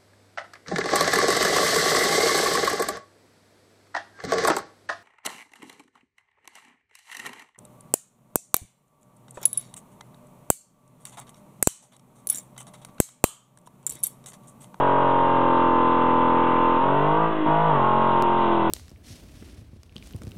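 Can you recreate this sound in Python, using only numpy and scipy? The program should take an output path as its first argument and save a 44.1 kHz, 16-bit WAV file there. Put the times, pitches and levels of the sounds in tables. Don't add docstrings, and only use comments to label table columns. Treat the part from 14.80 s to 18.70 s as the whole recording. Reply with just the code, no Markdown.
import sys
import numpy as np
from scipy import signal
from scipy.io import wavfile
from scipy.ndimage import uniform_filter1d

SR = 44100
rng = np.random.default_rng(int(sys.argv[2]) if len(sys.argv) > 2 else 0)


def generate_wav(sig):
    pcm = np.round(np.clip(np.atleast_2d(sig).T, -1, 1) * 32767).astype(np.int16)
    wavfile.write(sys.argv[1], SR, pcm)


def voltage_ratio(decibels):
    exponent = np.asarray(decibels, float) / 20
    return 10 ** exponent


N = 171990
OPEN_DB = -18.5


def in_time(rows):
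    seconds, *columns = np.transpose(rows)
    return [np.interp(np.arange(N) / SR, seconds, column) for column in columns]


def rms_one(x):
    return x / np.sqrt(np.mean(x ** 2) + 1e-20)


def drift(rate_hz):
    r = np.exp(-80 * np.pi * rate_hz / SR)
    noise = rng.standard_normal(N // 40 + 2002)
    slow = signal.lfilter([1], [1, -2 * r, r * r], noise)[2000:]
    return np.interp(np.arange(N) / 40, np.arange(len(slow)), rms_one(slow - slow.mean()))


def ramp(x, low, high):
    return np.clip((x - low) / (high - low), 0, 1)


# (delay [s], level [dB])
ECHOES = [
    (0.032, -22),
    (0.073, -21),
    (0.119, -25),
]


def echoes(x):
    dull = signal.sosfilt(signal.butter(2, 1700, fs=SR, output="sos"), x)
    out = 0
    for delay_s, db in ECHOES:
        earlier = dull[:int(delay_s * SR)][::-1]
        out = out + voltage_ratio(db) * np.concatenate([earlier, dull])[:N]
    return out


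TYRE_DB, TYRE_FOLLOWS = -34.5, 0.51
# (frequency [Hz], density [dB per Hz])
TYRES = [(35, -52), (60, -20), (255, -10.5), (380, -14.5), (503, -7.5), (694, -21.5), (1010, -3),
         (1790, -18), (3410, -20.5), (4300, -46.5), (5590, -79.5), (9460, -120)]


def tyres(throttle_db):
    edges = 60 * 2 ** np.arange(0, 6.4, 1 / 3)
    white = rng.standard_normal((2, N))
    hz, db = np.transpose(TYRES)
    out = 0
    for k, (low, high) in enumerate(zip(edges, edges[1:])):
        band = signal.sosfilt(signal.butter(2, [low, high], "band", fs=SR, output="sos"), white[k % 2])
        band_db = np.interp(np.log(low * high) / 2, np.log(hz), db)
        out = out + band * voltage_ratio(band_db + 2.2 * drift(2.2))
    return voltage_ratio(TYRE_DB + TYRE_FOLLOWS * (throttle_db - OPEN_DB)) * rms_one(out)


RASP_DB, RASP_FOLLOWS = -42, 0.2
RASP_GATE, RASP_PULSE_DB = 0.65, 23
CYLINDER_DB = [0, -10.5, -0.5, -1.5, -4.5, 2, -1, -7.5]
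# (frequency [Hz], width [Hz], level [dB])
RASP = [(1502, 61, -3), (1953, 100, 4), (2330, 450, -6.5), (2746, 160, 2.5), (3340, 340, -3.5)]


def rasp(throttle_db, cycle):
    gate = 1 + RASP_GATE * (np.sin(3 * cycle) + 0.25 * np.sin(8 * cycle) + 0.4 * np.sin(cycle))
    firing = (cycle * 4 / np.pi).astype(int)
    pulse_db = RASP_PULSE_DB + np.array(CYLINDER_DB)[firing % 8] + rng.normal(0, 2.5, N)
    pulses = np.diff(firing, prepend=0) * voltage_ratio(pulse_db)
    hiss = gate * rng.standard_normal(N) + pulses
    out = 0
    for k, (hz, wide, db) in enumerate(RASP):
        r = np.exp(-np.pi * wide / SR)
        poles = [1, -2 * r * np.cos(2 * np.pi * hz / SR), r * r]
        ring = signal.lfilter([1 - r * r, 0, r * r - 1], poles, hiss)
        out = out + (-1) ** k * voltage_ratio(db) * ring
    return voltage_ratio(RASP_DB + RASP_FOLLOWS * (throttle_db - OPEN_DB)) * rms_one(out)


# frequency [Hz], decay by 60 dB [s], level [dB]
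POP_HZ, POP_T60_S, POP_DB = [85, 327.5, 890], [0.048, 0.045, 0.018], [-15, -1.5, 3]
# (time [s], level [dB])
POPS = [
    (2.505, -24),
    (2.662, -18),
    (2.686, -15),
]


def pops():
    clicks = np.zeros(N)
    for s, db in POPS:
        clicks[int(s * SR)] = voltage_ratio(db)
    out = 0
    for hz, t60, db in zip(POP_HZ, POP_T60_S, POP_DB):
        r, w = voltage_ratio(-60 / (t60 * SR)), 2 * np.pi * hz / SR
        poles = [1, -2 * r * np.cos(w), r * r]
        out = out + signal.lfilter([0, voltage_ratio(db) * np.sin(w)], poles, clicks + 1e-18)
    return out


# (frequency [Hz], width [Hz], gain [dB])
PIPES = [(153.1, 85, 14), (340, 89, 6), (775, 64, -12), (921.2, 35, 9), (1070, 280, 5.5), (1481, 200, 7)]


def pipe_db(hz):
    return sum(db / (1 + (2 * (hz - mid) / wide) ** 2) for mid, wide, db in PIPES)


EXHAUST_DB, OVERRUN_FOLLOWS = 1, 0.4
ROLL_FROM_S, ROLL_DONE_S = 1.9, 3.05
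WANDER_DB, ROLL_DB, STRAIN_DB = 0.6, 0.7, 6
WANDER_RAD, SPREAD_RAD = 0.15, 1.0
SWEEP_RAD = 0.06
ROUGH_SHARE, LIFT_ROUGH = 0.03, 0.05
STRAIN_ROUGH, STRAIN_TOP = 0.007, 35
STARTING = [-25.5, -21.5, -7.5, -16.5, -16, -6.5, -18.5, -8, -7, -5, -9.5, -8.5, -5, -6, -14.5, -13, -17,
            -8.5, -4, -9, 2, -13, -7, -7, -10.5, -15.5, -11, -23, -16, -32, -19, -17, -19.0, -29.5, -16,
            -31, -37.5, -39.5, -32, -28]
SQUATTING = [-34.5, -19.5, -10.5, -15, -25, -6.0, -12, -8, -18.5, -7.5, -13.5, -7, -5, -14, -19, -11, -18,
             -23.5, -4, -20.5, 3.5, -8.5, -8, -4, -13.0, -14, -9, -10.5, -20, -21.5, -24, -19.5, -24.5, -27,
             -23.5, -21, -18, -31, -38, -29.5]
STANDING = [-18, -20, -15, -14.0, -15, -3.0, -10.5, -5.5, -18, -12.5, -9, -8, -18, -11.5, -15, -25.5, -22,
            -17.5, -11.5, -12, -0.5, -9, -14, 0, -17.5, -13.5, -10.5, -12.5, -13, -24, -16, -19.5, -26.5,
            -19.5, -26.5, -22, -26.5, -26.5, -32.5, -27.5]
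RISING = [-33, -23.5, -5, -11.0, -15.5, -5.5, -26.5, -4, -4.5, -11, -14, -9, -7.5, -4, -15, -8, -14, -10.5,
          0.5, -7.5, -0.5, -12.5, -16.5, -9, -18, -15.5, -16, -17.5, -20, -14, -19.5, -16, -21, -34, -26.5,
          -32, -39, -33, -31, -33]
REVVED = [-30, -22, -2.5, -11, -19.5, -5.5, -16.5, -7, -4, -13.5, -15, -9.5, -5, -18, -13, -9, -9.5, 0,
          -13.5, -12.5, -7.5, -4, -19.5, -16.5, -23, -17.5, -25.5, -25, -13.5, -25.5, -27.5, -34.5, -37.5,
          -41.5, -28.5, -31.5, -32, -44.5, -30.5, -35.5]
LIFTED = [-47.5, -32, -17.0, -19, -16.0, -1.5, -12.5, -17, -15.0, -12, -23, -12.0, -15.5, -22.0, -17.5,
          -20.0, -19.5, -13.0, -18, -14.5, -17.0, -15.5, -25, -25, -34, -27, -27.5, -31, -24, -33, -23, -30,
          -36.0, -32.0, -31.5, -29.5, -33.5, -31.0, -35.5, -28.5]
REFIRED = [-33.0, -25, -2.0, -14.5, -16, -8.5, -17.5, -12.0, -3.5, -14.5, -12.5, -8.0, -3.0, -14.0, -11.5,
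           -2.0, -8, 0, -5, -14.5, -19.5, -5.5, -19, -13.5, -21.5, -20.5, -18, -14.0, -30, -29.5, -26, -27,
           -35, -25, -29.5, -27.0, -27.5, -30.5, -28.0, -30.5]
ROLLED = [-25.5, -19.5, -6.5, -18, -6, -15.0, -13.5, -8, -10, -8.5, -10.5, -15.5, -9.0, -7.5, -16.5, -12,
          -25.5, -18.5, -2, -9, -3.5, -15.0, -12, 0, -14.5, -16, -14.5, -18.5, -13.5, -31.5, -16, -23,
          -23.5, -22.5, -22, -25.5, -34.5, -39, -42.5, -44]
LEAVING = [-35, -18.5, -10.5, -18.0, -7.5, -13.5, -17, -0.5, -12.5, -8.5, -16.5, -13.0, -12.0, -12.5, -15,
           -9, -15.0, -12, -8.0, -16.0, 3, -10.0, -12, -4.0, -17.5, -12, -14.5, -16.5, -15, -23.5, -19, -25,
           -21.5, -24, -20, -20.0, -33.5, -35, -37, -35.5]
# (time [s], colour [dB per order])
STAGES = [(.12, STARTING), (.52, SQUATTING), (1.0, STANDING), (1.96, STANDING), (2.16, RISING),
          (2.36, REVVED), (2.48, REVVED), (2.53, LIFTED), (2.655, LIFTED), (2.68, REFIRED), (2.87, REFIRED),
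          (3.03, ROLLED), (3.22, ROLLED), (3.45, LEAVING)]


def exhaust(rate, throttle_db, drone_db, cycle):
    t = np.arange(N) / SR
    rolled = ramp(t, ROLL_FROM_S, ROLL_DONE_S)
    lift_db = OVERRUN_FOLLOWS * np.minimum(throttle_db - OPEN_DB - 0.5, 0)
    strain = uniform_filter1d(abs(np.gradient(rate)) * SR, size=2000)
    rough = ROUGH_SHARE + STRAIN_ROUGH * np.minimum(strain, STRAIN_TOP) - LIFT_ROUGH * lift_db
    when = np.array([s for s, _ in STAGES])
    colours = np.transpose([colour for _, colour in STAGES])
    orders, power = 0, 0
    for k, heard_db in enumerate(colours, 1):
        source_db = np.interp(t, when, heard_db - pipe_db(k * np.interp(when, t, rate)))
        swell_db = (WANDER_DB + ROLL_DB * rolled) * drift(2.4) + STRAIN_DB * rough * drift(9.0)
        gain = voltage_ratio(source_db + pipe_db(k * rate) + swell_db)
        start = rng.normal(np.pi / 2, SPREAD_RAD) - SWEEP_RAD * k * k
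        wander = WANDER_RAD * np.sqrt(k / 10) * drift(3.0) + rough * k / 10 * drift(40)
        tone = np.sqrt(2) * np.sin(k * cycle + start + wander)
        if k == 6:
            drone = voltage_ratio(drone_db) * tone
        else:
            orders = orders + gain * tone
            power = power + gain ** 2
    return voltage_ratio(EXHAUST_DB + throttle_db + lift_db) * orders / np.sqrt(power) + drone


# (time [s], cycle rate [Hz], throttle as exhaust level [dB], sixth-order drone [dB])
ENGINE = [(0.0, 46.17, -19.5, -32.5), (0.6, 43.25, -19.5, -30), (1.4, 42.18, -19.5, -27.5),
          (1.97, 43, -20, -30), (2.44, 54.69, -20, -30.5), (2.49, 54.02, -23, -30),
          (2.52, 53.92, -24.5, -30.5), (2.65, 50.96, -26.5, -23.5), (2.68, 51.83, -19.5, -27.5),
          (2.86, 53.7, -19.5, -45), (2.9, 52.17, -19, -35.5), (3.005, 43.62, -20, -35.5),
          (3.06, 45.32, -19.5, -46), (3.11, 44.58, -19.5, -38.5), (3.28, 44.93, -19.5, -40),
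          (3.36, 44.04, -19.5, -39), (3.57, 43.98, -20, -36), (3.9, 41.02, -20.5, -44.5)]


def scene():
    rate, throttle_db, drone_db = in_time(ENGINE)
    cycle = 2 * np.pi * np.cumsum(rate) / SR
    pipes = exhaust(rate, throttle_db, drone_db, cycle) + pops()
    mix = pipes + echoes(pipes) + tyres(throttle_db) + rasp(throttle_db, cycle)
    return mix[None]


def low_pass(x):
    return signal.sosfilt(signal.butter(12, 15800, fs=SR, output="sos"), x)


MIC_LOW_HZ, MIC_TOP_HZ, OFFSET = 90.5, 3470, -0.0406
GLITCH_S, GLITCH_STEP = 3.4233, -0.22


def record(dry):
    x = signal.sosfilt(signal.butter(2, MIC_LOW_HZ, "high", fs=SR, output="sos"), dry)
    x = signal.sosfilt(signal.butter(6, MIC_TOP_HZ, fs=SR, output="sos"), x)
    x = signal.sosfilt(signal.cheby2(12, 50, 4850, fs=SR, output="sos"), x)
    at = int(GLITCH_S * SR) - 30
    at += np.argmax(x[0, at:at + 60])
    lags = np.arange(60, 500)
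    jump = x[0, at - lags] - x[0, at - 1]
    lag = lags[np.argmin(abs(jump - GLITCH_STEP))]
    x = np.concatenate([x[:, :at], x[:, at - lag:N - lag]], axis=1)
    return low_pass(x + OFFSET)


dry = scene()
out = record(dry)
generate_wav(out)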